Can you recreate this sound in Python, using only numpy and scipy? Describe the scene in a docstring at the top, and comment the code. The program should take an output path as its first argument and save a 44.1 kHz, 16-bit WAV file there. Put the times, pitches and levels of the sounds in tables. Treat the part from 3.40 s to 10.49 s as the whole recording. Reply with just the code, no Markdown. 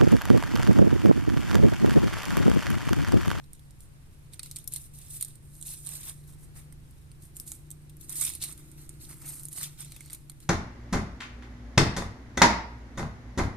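"""An onion is peeled with a small knife at a garden table, about a metre from a two-port microphone.
Dry skin snaps as short noise cracks with a damped tick, and tears in strips as a rush of tiny fractures
that colour the fibres, the loose flap and the rubbing fingers; the blade rings faintly.
Far across the lawn an engine idles and a second motor beats against it, both sums of wavering partials,
over outdoor air made of coloured noise."""
import sys
import numpy as np
from scipy import signal
from scipy.fft import rfft, irfft
from scipy.io import wavfile
from scipy.ndimage import uniform_filter1d, map_coordinates

SR = 44100
rng = np.random.default_rng(int(sys.argv[2]) if len(sys.argv) > 2 else 0)


def digitize_waveform(pressure):
    """Quantize a signal to 16-bit integers and store it at the path in sys.argv[1].

    Rows of a 2-D input are taken as channels; values are limited to [-1, 1].
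    """
    field = np.atleast_2d(pressure).T
    bounded = np.clip(field, -1, 1)
    quanta = np.round(bounded * 32767).astype(np.int16)
    wavfile.write(sys.argv[1], SR, quanta)


N = 312669

# Colour of breaking fibres. Each row: frequency in Hz, level in dB.
FIBRE_COLOUR = [(1500, -50), (3000, -21.5), (4200, -11.5), (6200, -6.5), (7600, -0.5), (8800, 4),
                (10500, 6), (12500, 2.5), (14200, 2), (16000, -60)]
# Colour of fingers on the bulb. Each row: frequency in Hz, level in dB.
RUB_COLOUR = [(250, -1.5), (500, -9.5), (800, -3.5), (1050, -3.5), (1350, 2), (1720, -6), (2150, 1),
              (3000, -9.5), (3700, -12)]
# Scatter from hands, dishes and garden. Each row: level in dB, decay in s.
SCATTER = [(-3.5, 0.00045), (-3.5, 0.0032), (-18, 0.066)]


def undb(db):
    """Amplitude factor of a level in dB."""
    return 10 ** (np.asarray(db) / 20)


def unit(x):
    """Scaled to rms 1."""
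    return x / np.sqrt(np.mean(x ** 2))


def curves(table):
    """The columns of a table, joined by straight lines in time."""
    s, *columns = np.transpose(table)
    t = np.arange(N) / SR
    return [np.interp(t, s, column) for column in columns]


def walk(rate_hz):
    """Random levels held 1 / rate_hz s and slewed twice; rms 1."""
    k = max(int(SR / rate_hz), 2)
    held = np.repeat(rng.standard_normal(N // k + 2), k)[rng.integers(k):]
    slewed = uniform_filter1d(uniform_filter1d(held, k), k)
    return unit(slewed[:N])


def response(points, size=512):
    """Causal (minimum-phase) impulse response with a colour of (Hz, dB) points."""
    hz, db = np.transpose(points)
    grid_hz = np.maximum(np.fft.rfftfreq(size, 1 / SR), 1)
    grid_db = np.interp(np.log(grid_hz), np.log(hz), db)
    cepstrum = irfft(np.log(undb(grid_db)))
    # fold onto positive times
    cepstrum[1:size // 2] *= 2
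    cepstrum[size // 2 + 1:] = 0
    return irfft(np.exp(rfft(cepstrum)))


def colour(x, points, size=512):
    """Colours a white sound and keeps its power."""
    h = response(points, size=size)
    return signal.fftconvolve(x, h / np.linalg.norm(h))[:len(x)]


def spread(x, pan_db):
    """Places a sound between left and right; pan_db is left minus right."""
    return x * undb(np.array([pan_db, -pan_db]) / 2)


def ring(x, modes):
    """The sound together with the decaying modes (Hz, t60 s, dB) that it excites."""
    t = np.arange(SR // 8) / SR
    h = 0
    for hz, t60_s, db in modes:
        mode = np.sin(2 * np.pi * hz * t) * np.exp(-np.log(1000) * t / t60_s)
        h = h + undb(db) * mode / np.linalg.norm(mode)
    return x + signal.fftconvolve(x, h)[:len(x)]


def fractures(per_s, spread_db):
    """Breaks at random moments; a positive spread gives a few strong ones, a negative a few weak; rms 1."""
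    happens = rng.random(N) < per_s / SR
    size = undb(spread_db * np.minimum(rng.exponential(size=N), 4))
    return unit(happens * size * rng.choice([-1, 1], N))


def bend(x, depth, per_s, pitch=1):
    """The skin bends, so its resonances slide up and down by a share of their pitch."""
    position = np.cumsum(pitch + depth * walk(per_s)) % N
    return np.interp(position, np.arange(N), x)


def effort():
    """Gains of fibres, rub and flap: a pull takes hold fast, tears on with changing force, and lets go."""
    # Pulls on the skin, one for each strip or scrap. Each row: start in seconds, length in s, level in dB,
    # change of level over the pull in dB, rub of the fingers and flutter of the flap in dB re the tearing.
    pulls = [(0.15, 0.018, -58, -16, -18, 1), (0.4, 0.063, -62.5, -5, -26, -11),
             (0.93, 0.052, -57, -13, -20, -0.5), (1.035, 0.098, -50.5, -14.5, -30, 0.5),
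             (1.162, 0.061, -48.5, -12, -32, -1), (1.324, 0.045, -46.5, 1, -19, -3),
             (1.395, 0.069, -50, -6.5, -31, -8), (1.539, 0.045, -55, 0.5, -25, -6),
             (1.6, 0.085, -53, -3, -16, -3.5), (1.699, 0.068, -46, 4.5, -23, -11.5),
             (1.801, 0.12, -49, -12, -18, -2.5), (2.03, 0.27, -66, 16.5, -24, -13),
             (2.26, 0.081, -43, 1, -21, -5.5), (2.354, 0.12, -55, 6.5, -34, -11),
             (2.464, 0.093, -46, 3, -12, -4.5), (2.568, 0.091, -47.5, -2, -11, -3.5),
             (2.657, 0.032, -45, 5, -10, -3.5), (2.747, 0.14, -67, -2, -3, -6),
             (2.877, 0.058, -59, -1.5, -7, -6), (2.985, 0.055, -66.5, 7.5, -7, -9),
             (3.166, 0.041, -48.5, -9.5, -3.5, -5.5), (3.822, 0.043, -53.5, -4, -27, -11),
             (3.96, 0.056, -52, -1, -17, -16), (4.07, 0.098, -46, -10.5, -26, -11),
             (4.32, .025, -58, -14, -20, -4), (4.615, 0.047, -51, -6, -16, -7),
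             (4.702, 0.039, -41.5, -2.5, -11, -6), (4.76, 0.041, -36.5, 2.5, -20.5, -11),
             (4.815, 0.038, -31, 0, -15.5, -8), (4.87, 0.092, -41.5, -11, -14, 2),
             (5.025, 0.018, -38, -6, -11.5, 5.5), (5.052, 0.062, -50.5, 3, -7.5, -2),
             (5.177, 0.2, -58.5, -8, -5, -4), (5.38, 0.079, -56.5, -3.5, -6, -3),
             (5.5, 0.086, -63, -4, -1, 0), (5.613, 0.06, -49.5, -7, -12, -1),
             (5.694, 0.043, -48.5, -3, -4, -6.5), (5.753, 0.058, -59, 0.5, -5.5, -14),
             (5.818, 0.035, -55, 1, 0, -8), (5.858, 0.046, -46.5, 5.5, -12.5, -12.5),
             (5.931, 0.14, -45.5, -10, -11.5, -10.5), (6.122, 0.031, -45, -6, -17, -8.5),
             (6.159, 0.022, -42, 4.5, -12, -6), (6.21, 0.006, -42.5, -4, -2, 4),
             (6.225, 0.014, -41, 1.5, -8, 3), (6.27, 0.14, -59.5, -13, 1.5, 4.5),
             (6.393, 0.033, -47, -2.5, -8.5, 1.5), (6.439, 0.24, -63, 0, -2.5, 6.5),
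             (6.72, 0.028, -50.5, -1.5, -3.5, -1.5), (7.013, 0.015, -65, 7.5, -3.5, 0.5)]
    # Between pulls the fingers keep turning the bulb: levels of fibres, rub and flap in dB.
    turning_db = [-74, -84.5, -72]
    grab_db_per_s, let_go_db_per_s = 993, 383
    t = np.arange(N) / SR
    power = undb(turning_db)[:, None] ** 2 * undb(0.5 * walk(25)) ** 2
    for s, length_s, db, change_db, rub_db, flap_db in pulls:
        grab_db = grab_db_per_s * np.maximum(s - t, 0)
        hold_db = change_db * np.clip((t - s) / length_s, 0, 1)
        let_go_db = let_go_db_per_s * np.maximum(t - s - length_s, 0)
        near = grab_db + let_go_db < 60
        pull = undb((db + hold_db - grab_db - let_go_db)[near])
        power[:, near] += np.outer(undb([0, rub_db, flap_db]), pull) ** 2
    return np.sqrt(power)


def tearing(jerk_db=0.52, catch_db=1.04, flakes_db=-14, sway_db=-0.9):
    """Jerks break fibres and the odd flake and shake the flap; the fingers stick and slip in scuffs."""
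    # Colour of the papery flap. Each row: frequency in Hz, level in dB.
    flap_colour = [(900, -32.5), (1750, -8), (2200, -4.5), (2700, 0.5), (3100, -4), (3850, 6.5), (4700, -4),
                   (6500, -3)]
    # The rub rises in pitch as the soft outer layers come off. Each row: time in seconds, pitch factor.
    rub_pitch = [(2.7, 0.83), (4.8, 0.99)]
    fibre_gain, rub_gain, flap_gain = effort()
    jerks = undb(jerk_db * walk(400) + catch_db * walk(70))

    fine = fractures(per_s=4500, spread_db=3.5)
    flakes = fractures(per_s=45, spread_db=-16.0)
    breaks = unit(fine + undb(flakes_db) * flakes)
    slips = fractures(per_s=650, spread_db=3.2)
    fibres = colour(breaks, FIBRE_COLOUR) * fibre_gain

    flutter = colour(unit(1.03 * breaks + slips), flap_colour)
    flap = bend(flutter, depth=0.06, per_s=30) * flap_gain

    drag = unit(slips + 0.99 * fractures(per_s=3000, spread_db=1.5))
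    scuffs = colour(drag, RUB_COLOUR)
    rub = bend(scuffs, depth=0.04, per_s=14, pitch=curves(rub_pitch)[0]) * rub_gain
    return spread((fibres + flap + rub) * jerks, sway_db * walk(18.0))


def echoes():
    """Random scatter from one spot to one port: noise tails that swell and die away."""
    t = np.arange(SR // 6) / SR
    h = 0
    for db, decay_s in SCATTER:
        fade = np.exp(-t / decay_s)
        tail = rng.standard_normal(len(t)) * fade * (1 - fade)
        h = h + undb(db) * tail / np.linalg.norm(tail)
    return h


def table_scatter(x, count=10):
    """Hands, dishes and garden scatter the tearing to each port through a shifting mix of echo spots."""
    lag_samples = 1.2 + 1.1 * walk(5)
    # the hands move about a little to the right, so the left port mostly hears them late
    left = map_coordinates(x[0], [np.arange(N) - lag_samples], order=3)
    out = []
    for side, heard in zip(x, (left, x[1])):
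        spots = np.array([walk(500) for _ in range(count)])
        for share in spots / np.linalg.norm(spots, axis=0):
            heard = heard + signal.oaconvolve(side * share, echoes())[:N]
        out.append(heard)
    power = 1 + sum(undb(db) ** 2 for db, _ in SCATTER)
    return np.array(out) / np.sqrt(power)


def blade(x):
    """The steel picks up the tearing and the cracks and rings faintly in a few decaying modes."""
    # Each row: frequency in Hz, t60 in s, level in dB.
    steel_modes = [(7030, 0.12, -24), (8800, 0.032, -25.5), (9770, 0.044, -25), (11800, 0.079, -29)]
    return np.array([ring(side, steel_modes) for side in x])


def exhaust(hz, partials, gain_db, apart_rad=0.41):
    """Low partials of a well-governed firing rate, each wavering a little in the moving air."""
    phase = 2 * np.pi * np.cumsum(hz * (1 + 0.002 * walk(9))) / SR
    out = 0
    for multiple, db in partials:
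        waver_db = 1.3 * walk(5)
        ports_rad = 0.27 * walk(1.96) + apart_rad * np.array([walk(2.045), walk(1.98)])
        gain = np.sqrt(2) * undb(db + gain_db + waver_db)
        out = out + gain * np.sin(round(multiple) * phase + ports_rad)
    return spread(out, np.array([1.1]))


def engines(count=3):
    """Two far motors whose strongest partials lie a few Hz apart, so the hum throbs."""
    # Engine. Each row: time in seconds, firing rate in Hz, gain of the upper partials in dB,
    # gain of the hum in dB.
    engine = [(0, 28.55, -2, 3), (.7, 28.8, -5.5, -2), (1.5, 29.2, -1.5, 1), (2.5, 29.45, 2.5, 3.5),
              (3.6, 29.45, -0.5, 1.5), (4.1, 29.55, 5.5, -7.5), (4.55, 29.55, 4.5, 6), (4.8, 29.4, 8, 0),
              (5.4, 29.2, 8, 2.5), (5.65, 29.1, 9, 0.5), (5.9, 28.9, 6.5, 3.5), (6.2, 29.0, 4.5, 0),
              (7.09, 28.6, 5.5, 1)]
    # Its strongest partial. Each row: multiple of the firing rate, level in dB.
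    hum = [(5, -54)]
    # Its other partials; the first count hold their level. Each row: multiple of the firing rate, level in dB.
    partials = [(2, -60.5), (3, -66), (6, -73), (7, -82.5), (8, -77), (9, -78), (10, -74), (11, -71),
                (12, -76), (13, -82)]
    # Second motor, further off, gathering speed until late. Each row: time in seconds, firing rate in Hz,
    # gain in dB.
    motor = [(0, 23.2, -2.5), (.8, 23.5, 1), (1.5, 23.45, 3.5), (2.3, 23.54, 0.5), (3, 24.23, 0),
             (3.7, 24.57, 4), (4.5, 24.85, 1), (5.2, 25.31, 0), (5.7, 25.2, 3.5), (6.3, 24.82, 4.5),
             (7.09, 24.65, 0)]
    # Its partials. Each row: multiple of the firing rate, level in dB.
    motor_partials = [(4, -68), (5, -60), (6, -59), (7, -70.5), (10, -76.5)]
    hz, upper_db, hum_db = curves(engine)
    motor_hz, motor_db = curves(motor)
    idling = exhaust(hz, hum, hum_db)
    idling = idling + exhaust(hz, partials[:count], 0)
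    idling = idling + exhaust(hz, partials[count:], upper_db)
    return idling + exhaust(motor_hz, motor_partials, motor_db)


def air(wide_hz=480, side_gain=0.31, draught_db=-5):
    """A soft rumble, mostly alike at both ports, a faint wide hiss, and a low draught opposed at the ports."""
    # Colour of outdoor air. Each row: frequency in Hz, level in dB.
    air_colour = [(15, 4.5), (30, 3), (85, 2), (110, -2.5), (160, -4), (200, -12), (320, -16), (450, -21),
                  (650, -26.5), (1200, -28.5), (2500, -31.5), (6000, -43), (14000, -40.5)]
    air_db = -50.5
    mid, side, wide, draught = (colour(rng.standard_normal(N), air_colour, size=8192) for _ in range(4))
    wide = signal.sosfilt(signal.butter(2, wide_hz, "high", fs=SR, output="sos"), wide)
    draught = signal.sosfilt(signal.butter(2, 45, "low", fs=SR, output="sos"), draught)
    draught = draught * undb(draught_db + 1.8 * walk(3.4))
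    side = side_gain * side + 1.19 * wide + draught
    swell_db = 0.7 * walk(3.5)
    return undb(air_db + swell_db) * np.array([mid + side, mid - side])


def snaps(tip=1.9, crumble_db=-29, crumble_s=0.017, ring_db=7, overtone=1.55):
    """A crack opens in a sharp tip, runs and crumbles out; stiff skin shakes, the freed piece ticks."""
    # Snaps of dry skin. Each row: time in seconds, level in dB, stiff skin in dB re the level,
    # freed piece in dB re the level, its pitch in Hz, decay of the crack in s, left minus right in dB.
    cracks = [(0.04, -65.5, 6, -15, 2400, 0.0027, 0), (0.1324, -47.5, -18, -26, 2220.0, 0.001, -2),
              (0.194, -56, -6, -31.5, 1860.0, 0.0007, -5.0), (0.3076, -59, -4, -30.5, 2670.0, 0.0009, -9),
              (0.405, -52, -15.0, -34.0, 1870.0, 0.0024, -1), (0.934, -47, -1.5, -13, 2350, 0.0032, -3),
              (0.942, -53, -8.5, -9, 2380.0, 0.0014, -2), (0.9938, -39.5, 1, -6.5, 2350, 0.0022, -2),
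              (1.0315, -40, -4.5, -15, 2800, 0.0015, -1), (1.0596, -47, -4.5, -12, 2380, 0.0027, 1),
              (1.113, -40, -5, -18.5, 2230, 0.00036, 1), (1.1602, -38, -6.5, -21, 2390.0, 0.0026, -1),
              (1.1658, -39.5, -6, -16, 2420.0, 0.0011, -6), (1.186, -44, -17.0, -24, 2890.0, 0.0012, -1),
              (1.2417, -51, -24.0, -19, 2330.0, 0.0007, 10), (1.2746, -52, -17, -38.0, 2360.0, 0.00035, 1),
              (1.276, -32.5, -19, -36.5, 2560.0, 0.00072, 5), (1.3227, -42.5, -24, -23, 2800, 0.00084, -11),
              (1.3368, -31.5, -32, -39, 2790.0, 0.0013, 9), (1.361, -34, -10, -19, 2120, 0.0022, -1),
              (1.587, -45.5, -17, -42.5, 2190.0, 0.001, -3), (1.8101, -31, -15, -24, 2360.0, 0.0022, 0),
              (1.825, -30, -11, -26, 2110.0, 0.00057, -1), (1.827, -37.5, -10, -18, 2500.0, 0.0018, 12),
              (1.8478, -38, -23, -36.0, 2800.0, 0.00093, -3), (1.8834, -47, -26, -23, 2390.0, 0.0009, -1.0),
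              (1.9554, -53.5, -19.5, -17.5, 1970.0, 0.0009, -2),
              (2.153, -56, -9, -27.5, 2750, 0.0006, -1.0), (2.213, -45, -14, -44.0, 1890.0, 0.00034, -4),
              (2.2261, -40.5, -9.5, -25, 2900.0, 0.00051, -3), (2.2615, -51, -19, -31, 2500, 0.0007, -2),
              (2.4648, -40, -18, -33, 2500, 0.0008, -2), (2.47, -39.5, -6, -37, 2550, 0.00068, -13),
              (2.49, -40.5, -12, -18.0, 2680, 0.001, -9), (2.553, -43.5, -17, -12, 2230, 0.0014, -8),
              (2.632, -49, -1, -23, 2400, 0.0015, -3), (2.696, -42, -5, -21, 2300, 0.0016, -8),
              (3.325, -53, -16, -7, 2040, 0.0007, -1), (3.509, -59, -18, -22, 2400, 0.001, 2),
              (3.716, -57, -1, -5.0, 2760, 0.0012, -5), (3.967, -40.5, -19, -30, 2390.0, 0.0011, 0),
              (3.9993, -35.5, -18, -30, 2770, 0.00056, 3), (4.0768, -43, -10.5, -26, 1980.0, 0.0029, -7),
              (4.118, -35.5, -14, -15.5, 2320, 0.00053, -1),
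              (4.3044, -42.5, -14, -38.0, 2670.0, 0.0013, -1),
              (4.3135, -42.5, -16, -24, 2770.0, 0.00068, -2), (4.495, -54, -6, -15, 2730.0, 0.0051, 2),
              (4.5685, -54, -27, -26, 2856, 0.00036, 1), (4.6108, -51, -16, -25.5, 2070.0, 0.0016, 16),
              (4.6948, -38, -17, -27, 2100.0, 0.0013, -8), (4.7244, -38, -20, -29, 2750.0, 0.00094, 3),
              (4.756, -40.5, -15, -22, 2400, 0.002, 4), (4.811, -29.5, -14, -15, 2140, 0.0035, -8),
              (4.8185, -32.5, -17, -13, 2200, 0.0012, -4), (4.8223, -33, -13, -13, 2280, 0.0015, -4),
              (4.8371, -34, -20, -19, 2400, 0.0022, -4), (4.8501, -29, -21, -27, 2450, 0.0026, -4),
              (4.8768, -42.5, 1, -19, 2700, 0.0016, -3), (4.901, -37.5, -8, -11, 2300, 0.0012, -5),
              (4.893, -39, -15, -35.0, 2760.0, 0.0006, -8), (4.9372, -43, -8, -13, 2580, 0.00029, -9),
              (4.9515, -35.5, -17, -32, 2620.0, 0.00069, -3), (5.0228, -40, 0, -13, 2950, 0.0023, 1),
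              (5.0385, -31, -11, -16, 2510, 0.0003, -5), (5.043, -35.5, -14, -14.5, 2680, 0.00097, -1),
              (5.113, -50.0, -12, -17, 2590.0, 0.001, -12), (5.125, -46, -23.5, -19, 2190, 0.0014, -14),
              (5.177, -50, -11, -24, 2650.0, 0.001, -2.0), (5.316, -53.5, -27.0, -24.0, 2210.0, 0.0005, -6),
              (5.4924, -43.5, -18, -19, 2210, 0.0011, -3), (5.65, -55, 2, -16, 2700, 0.002, 1),
              (5.818, -51.5, -27.0, -12, 2300.0, 0.0014, -5.0), (5.86, -54, -10, -8, 2150, 0.0015, -3),
              (5.884, -51, -4, -26, 2240, 0.002, -3), (5.955, -45, -16, -23, 2200, 0.0015, -3),
              (5.938, -54, -17, -24, 2405, 0.00034, 12), (5.996, -43.5, -11, -25, 2830, 0.00058, -10),
              (6.034, -43, -28, -41.5, 1920.0, 0.0005, 5), (6.0535, -38.5, -29, -44.0, 2370.0, 0.00044, -3),
              (6.085, -40, -26.0, -40.0, 2370.0, 0.00045, -4), (6.128, -39.5, -16, -26, 2700, 0.0025, -4),
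              (6.183, -43, -10, -11, 2160, 0.0014, -3), (6.212, -42, -12, -6, 2250, 0.001, -2),
              (6.2317, -35, -12, -28, 2680, 0.00044, -3), (6.4044, -42, -23, -23, 2340.0, 0.0033, -4),
              (6.448, -48, -15, -15.5, 2500.0, 0.00055, -5), (6.5207, -45.5, -3.5, -7.5, 2320, 0.0004, 3),
              (6.5633, -48.5, -3, -4.5, 2570, 0.0013, 6), (6.607, -46.5, -11, -1, 2120, 0.0009, -2),
              (6.6593, -50.5, -19, -11, 2080.0, 0.0012, 4), (6.699, -53.5, 3, 1, 2090.0, 0.0019, -4.0),
              (6.7053, -49, -8, -12, 2120.0, 0.00065, 2.0), (6.7308, -39.5, -12, -23, 2650, 0.0034, 4),
              (6.747, -41.5, -12, -19, 2302, 0.002, -1), (6.8972, -42.5, -6.5, -14, 2100, 0.0018, 1),
              (6.918, -55, -9, -9, 2140, 0.00085, 1), (7.0026, -53.5, -9, -14, 2050, 0.0021, -1)]
    # Colour of the stiff skin around a crack. Each row: frequency in Hz, level in dB.
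    shell_colour = [(2200, -26.5), (3300, 2.5), (4200, 4.5), (5000, -1.5), (6000, -5), (7500, -12)]
    piece_t60_s = 0.009  # the fingers damp it at once
    t = np.arange(SR // 6) / SR
    window, opening = int(.005 * SR), 12  # samples
    out = np.zeros((2, N + len(t)))

    def at_level(x, db):
        """Sets the level of the first 5 ms or so."""
        return x * undb(db) * np.sqrt(window / np.sum(x[:window + opening] ** 2))

    for s, db, shell_db, piece_db, piece_hz, run_s, pan_db in cracks:
        run = np.exp(-t / run_s) + undb(crumble_db) * np.exp(-t / crumble_s)
        crack = rng.standard_normal(len(t)) * run * np.minimum(t * SR / opening, 1)
        crack[opening] += tip * rng.choice([-1, 1])
        start = int(s * SR) - opening // 2
        modes = [(piece_hz, piece_t60_s, ring_db), (piece_hz * overtone, piece_t60_s, ring_db)]
        for port, side_db in enumerate([pan_db / 2, -pan_db / 2]):
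            heard = crack + signal.fftconvolve(crack, echoes())[:len(t)]
            fibres = at_level(colour(heard, FIBRE_COLOUR), db + side_db)
            shell = at_level(colour(heard, shell_colour), db + shell_db)
            piece = at_level(ring(colour(heard, RUB_COLOUR), modes), db + piece_db)
            out[port, start:start + len(t)] += fibres + shell + piece
    return out[:, :N]


def scene():
    """The onion and knife up close, the motors and the air far behind."""
    peeling = table_scatter(tearing()) + snaps()
    return blade(peeling) + engines() + air()


def record(dry):
    """Each port has its own treble resonances; the top is cut."""
    # Treble colour of the two ports. Each row: frequency in Hz, left in dB, right in dB.
    port_colours = [(3400, -2.5, -2.5), (5620, 3.5, 1), (8100, -5.5, 6), (8700, -0.5, 9),
                    (8940, -11.5, 9.5), (9740, 1, -2), (11130, 3.5, 0), (13100, 1.5, -10.5), (14100, 0, -1)]
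    top_hz = 14200
    hz, *sides = np.transpose(port_colours)
    heard = []
    for x, db in zip(dry, sides):
        h = response(np.column_stack([hz, db]))
        heard.append(signal.fftconvolve(x, h)[:N])
    return signal.sosfilt(signal.ellip(8, .2, 70, top_hz, fs=SR, output="sos"), heard)


dry = scene()
out = record(dry)
digitize_waveform(out)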